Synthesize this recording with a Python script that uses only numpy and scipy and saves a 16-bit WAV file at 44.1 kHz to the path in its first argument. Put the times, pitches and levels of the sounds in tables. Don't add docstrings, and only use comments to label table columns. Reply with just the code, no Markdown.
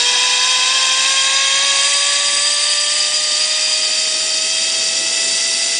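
import sys
import numpy as np
from scipy import signal
from scipy.fft import rfft, irfft, next_fast_len
from scipy.io import wavfile
from scipy.ndimage import uniform_filter1d, map_coordinates

SR = 44100
rng = np.random.default_rng(int(sys.argv[2]) if len(sys.argv) > 2 else 0)


def magnitude_from_level(level_db):
    exponent = np.asarray(level_db, float) / 20
    return 10 ** exponent


def digitize_waveform(pressure):
    field = np.atleast_2d(pressure).T
    bounded = np.clip(field, -1, 1)
    quanta = np.round(bounded * 32767).astype(np.int16)
    wavfile.write(sys.argv[1], SR, quanta)


N = 255339

START_HZ, TERMINAL_HZ, GAIN_S = 482.2, 839, 8.018
# time_s, extra_hz
SURGES = [(.11, 7.745), (0.246, 6.61), (.473, 8.38), (.757, 10.51), (1.11, 9.81), (1.293, 3.59),
          (1.413, 4.96), (1.65, 8.74), (1.911, 6.8), (2.057, 7.68), (2.183, 3.4), (2.285, 4.27),
          (2.503, 9.25), (2.725, 7.8), (2.98, 5.73), (3.192, 6.73), (3.477, 8.37), (3.64, 6.09),
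          (3.799, 5.49), (4.002, 7.33), (4.25, 2.14), (4.532, 7.34), (4.706, 6.46), (4.981, 6.88),
          (5.163, 6.44), (5.433, 3.5), (5.656, 4.9)]
SURGE_S = 0.052
# centre_hz, half_width_hz, level_db
CABLE_RESONANCES = [(479, 25, -35.5), (560, 23, -36.5), (617, 90, -36.5), (1020, 51, -27), (1103, 78, -29),
                    (1634, 97, -30), (1762, 49, -36), (2000, 55, -32.5), (2200, 76, -30.5),
                    (2477, 32, -33.5), (2593, 70, -32), (2770, 40, -34), (2990, 74, -31.5),
                    (3200, 140, -32)]
CLEAN_MULTIPLES = 5
LAY_MULTIPLES = [6, 7, 7 / 6, 8 / 6, 13 / 6, 19 / 6, 25 / 6]
LAY_DB = [-42, -34.5, -54, -52, -54, -41, -45]

POSES = 4
# time_s, pose, nearness_db, tilt_towards_cable_db
SWING = [(0, 0, 0.5, 0), (.5, -0.5, 0, -.5), (.9, 0, 0, 0.5), (1.26, 0.77, 0, 1.5), (1.42, 1, 0.1, -1),
         (1.54, 1, 0, .5), (1.64, 1.1, -0.2, 0), (1.88, 1.5, 1.1, 0.3), (2.2, 1.5, -0.1, .5),
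         (2.42, 2, 0.2, 0), (2.6, 2, 0.1, -.5), (3.2, 2.5, 0, -1), (3.7, 2.5, 0.44, -2), (4.3, 3, -0.2, 0),
         (4.62, 2.8, -0.1, 0), (4.9, 3, 0.25, .5), (5.6, 3, 0.5, 1.5), (5.79, 3, 0, 1)]
MODE_HZ = [790, 1690, 1980, 2445, 2612, 3222, 3675, 3770, 4636, 4866, 5495, 5620, 6040, 6650, 6995, 7170,
           7331, 7900, 8058, 8775, 8950, 9110]
# width_hz, pose0_db, pose1_db, pose2_db, pose3_db
MODE_LEVELS = [(183, -21.5, -23, -25, -33), (47, -11, -12, -19, -32), (128, -22.5, -12, -14, -20),
               (15.2, -2, -7, -9, -22), (72, -7, -5.5, -12.5, -13.5), (16.8, 4.5, 3, 0, -10.5),
               (78.5, -10, -11, -5.5, -11), (109, -5.5, -4.5, -26, -18), (71, -11, -13.5, -6, -3.5),
               (18.5, -4, -0.5, 4, 1), (96, -13.5, -18, -10.5, -12), (61, -15.5, -6.5, -23.5, -9),
               (117, -10, -10.5, -17, -11.5), (90, -18.5, -8.5, -24, -19.5), (60, -23, -10, -19, -16.5),
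               (61, -16, -6, -12, -6), (35.8, -11, -5, -10, -25), (50, -32, -26, -6, -13),
               (71, -10.5, -21, -7.5, -14.5), (80, -15, -23, -13.5, -18), (46, -12.5, -22, -17.5, -16),
               (33, -23, -18, -5.5, -15)]
# frequency_hz, pose0_db, pose1_db, pose2_db, pose3_db
HISS = [(300, -65, -66, -66.5, -67), (557, -39, -39.5, -52, -52), (968, -20, -20.5, -22, -36),
        (1430, -32, -34, -36, -30), (1800, -19, -24, -22, -28.5), (2370, -25, -31, -20.5, -25),
        (2820, -17, -19, -16.5, -18), (4230, -17.5, -16.5, -21.5, -22), (5340, -14.5, -18.5, -24, -13.5),
        (6200, -27, -12.5, -16, -20.5), (7500, -17, -31, -21.5, -17), (8730, -20, -17, -18, -17),
        (9600, -29, -32, -32, -20), (11000, -25.5, -25.5, -32.5, -24)]
RANGE_EDGES_HZ = [0, 4300, 5100, 7500, SR]
# frame_db, wheel_rim_db, hiss_db, top_hiss_db
POSE_LEVELS = [(-17.5, -23, -20.5, -24.5), (-17.4, -23, -20.5, -22.5), (-21.5, -19.5, -23.5, -21.5),
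               (-25, -22.5, -21.5, -24)]
TILT_SHARE = np.array([[-.1], [-.7], [.3], [1.05]])
WAVER_DB = np.array([[.3], [.6], [.25], [.35]])

# time_s, level_db
GUSTS = [(0, -46.5), (.3, -49), (1.6, -49), (2, -53), (2.4, -50), (2.75, -54), (3.1, -49), (3.6, -49.5),
         (4.2, -44.5), (4.5, -48), (4.8, -42.5), (5.25, -41), (5.5, -43.5), (5.79, -44.5)]
# frequency_hz, level_db
BUFFET = [(20, -48), (50, -35.5), (100, -20), (200, -7.5), (350, -1), (550, -3.5), (900, -6.5), (1600, -29),
          (4000, -58.5)]
# frequency_hz, level_db
RUMBLE = [(20, -32), (50, -23), (120, -4), (200, -2.5), (300, -0.5), (600, -39)]
# frequency_hz, level_db
BAND_EDGE = [(10000, 0), (10060, -6), (10120, -15), (10160, -28), (10200, -60), (10240, -120)]


def unit(x):
    return x / np.sqrt(np.mean(x ** 2) + 1e-20)


def curves(rows):
    s, *cols = np.transpose(rows)
    return [np.interp(np.arange(N) / SR, s, c) for c in cols]


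def along(points, hz):
    f, *cols = np.transpose(points)
    return np.array([np.interp(np.log(hz + 1), np.log(f + 1), c) for c in cols])


def wobble(rate):
    knots = rng.standard_normal(int(N * 200 / SR) + 4)
    return map_coordinates(knots, [np.arange(N) * min(rate, 200) / SR])


def filtered(x, response):
    m = next_fast_len(N + SR // 2)
    return irfft(rfft(x, m) * response(np.fft.rfftfreq(m, 1 / SR)), m)[..., :N]


def patchy(depth_db, tall, wide):
    z = signal.stft(rng.standard_normal(N), nperseg=512)[2]
    field = rng.standard_normal(z.shape)
    field = uniform_filter1d(field, tall, 0)
    field = uniform_filter1d(field, wide, 1)
    return unit(signal.istft(z * magnitude_from_level(depth_db * unit(field)), nperseg=512)[1][:N])


def strand_crossings():
    t = np.arange(N) / SR
    rate = TERMINAL_HZ - (TERMINAL_HZ - START_HZ) * np.exp(-t / GAIN_S)
    rate = rate + sum(hz * np.exp(-.5 * ((t - s) / SURGE_S) ** 2) for s, hz in SURGES)
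    return np.cumsum(rate + 1.19 * wobble(25)) / SR, rate


def cable_response(f):
    return np.sqrt(sum((magnitude_from_level(db) / (1 + ((f - c) / w) ** 2)) ** 2 for c, w, db in CABLE_RESONANCES))


def whine(count, rate):
    lines = [(k, cable_response(k * rate)) for k in range(1, CLEAN_MULTIPLES + 1)]
    speed_db = 60 * np.log10(rate / rate.max())
    lines += [(k, magnitude_from_level(db + speed_db)) for k, db in zip(LAY_MULTIPLES, LAY_DB)]
    total = 0
    for k, gain in lines:
        flutter = magnitude_from_level(0.27 * k * wobble(30))
        phase = 2 * np.pi * k * count + 0.14 * k * wobble(60)
        total = total + np.sqrt(2) * gain * flutter * np.sin(phase)
    return total


def body_response(f):
    peaks = 0
    for c, (w, *db) in zip(MODE_HZ, MODE_LEVELS):
        mode = (f * w) ** 2 / ((c * c - f * f) ** 2 + (f * w) ** 2)
        peaks = peaks + magnitude_from_level([db]).T ** 2 * mode
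    return np.sqrt(peaks + magnitude_from_level(along(HISS, f)) ** 2)


def rolling(count):
    grit = patchy(0.51, tall=8, wide=4) * (1 + 0.24 * np.sin(2 * np.pi * count))
    pose, near_db, tilt_db = curves(SWING)
    pose = np.clip(pose, 0, POSES - 1)
    share = np.clip(1 - abs(pose - np.arange(POSES)[:, None]), 0, 1)
    sound = (share * filtered(grit, body_response)).sum(axis=0)
    edge = np.array(RANGE_EDGES_HZ)[:, None]
    parts = filtered(sound, lambda f: (f >= edge[:-1]) & (f < edge[1:]))
    slow = np.sqrt(abs(uniform_filter1d(parts ** 2, SR // 7)))
    level_db = np.transpose(POSE_LEVELS) @ share + near_db + TILT_SHARE * tilt_db
    level_db = level_db + WAVER_DB * np.array([wobble(7) for _ in parts])
    level_db = level_db + 0.28 * wobble(22)
    return (magnitude_from_level(level_db) * parts / slow).sum(axis=0)


def wind():
    rush = filtered(patchy(1.65, tall=3, wide=5), lambda hz: magnitude_from_level(along(BUFFET, hz)[0]))
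    shake = filtered(patchy(2, tall=1, wide=9), lambda hz: magnitude_from_level(along(RUMBLE, hz)[0]))
    gust_db, = curves(GUSTS)
    low = magnitude_from_level(-56.0 + 1.4 * wobble(4.6)) * unit(shake)
    low = magnitude_from_level(0.26 * (gust_db - gust_db.mean())) * low
    return magnitude_from_level(gust_db + 4.0 + 0.46 * wobble(10)) * unit(rush) + low


def masked_dropouts(x, margin_db, from_hz):
    hz, _, z = signal.stft(x, SR, nperseg=384)
    bands = (abs(z[:192]) ** 2).reshape(64, 3, -1).sum(axis=1)
    usual = uniform_filter1d(bands, size=41, axis=1)
    mask = np.sqrt(usual * uniform_filter1d(usual, size=3, axis=0))
    mute = (bands < mask * magnitude_from_level(-margin_db) ** 2) & (hz[:192:3, None] > from_hz)
    z[:192] *= np.where(np.repeat(mute, 3, axis=0), magnitude_from_level(-20), 1)
    return signal.istft(z, SR, nperseg=384)[1][:N]


def scene():
    count, rate = strand_crossings()
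    return (whine(count, rate) + rolling(count) + wind())[None]


def roll_off(x):
    return signal.sosfilt(signal.butter(12, 10280, fs=SR, output="sos"), x)


def record(dry):
    soft = dry / (1 + abs(dry / .95) ** 4) ** (1 / 4)
    thinned = masked_dropouts(soft[0], margin_db=5.2, from_hz=5000)[None]
    limited = filtered(thinned, lambda hz: magnitude_from_level(along(BAND_EDGE, hz)[0]))
    return roll_off(limited)


dry = scene()
out = record(dry)
digitize_waveform(out)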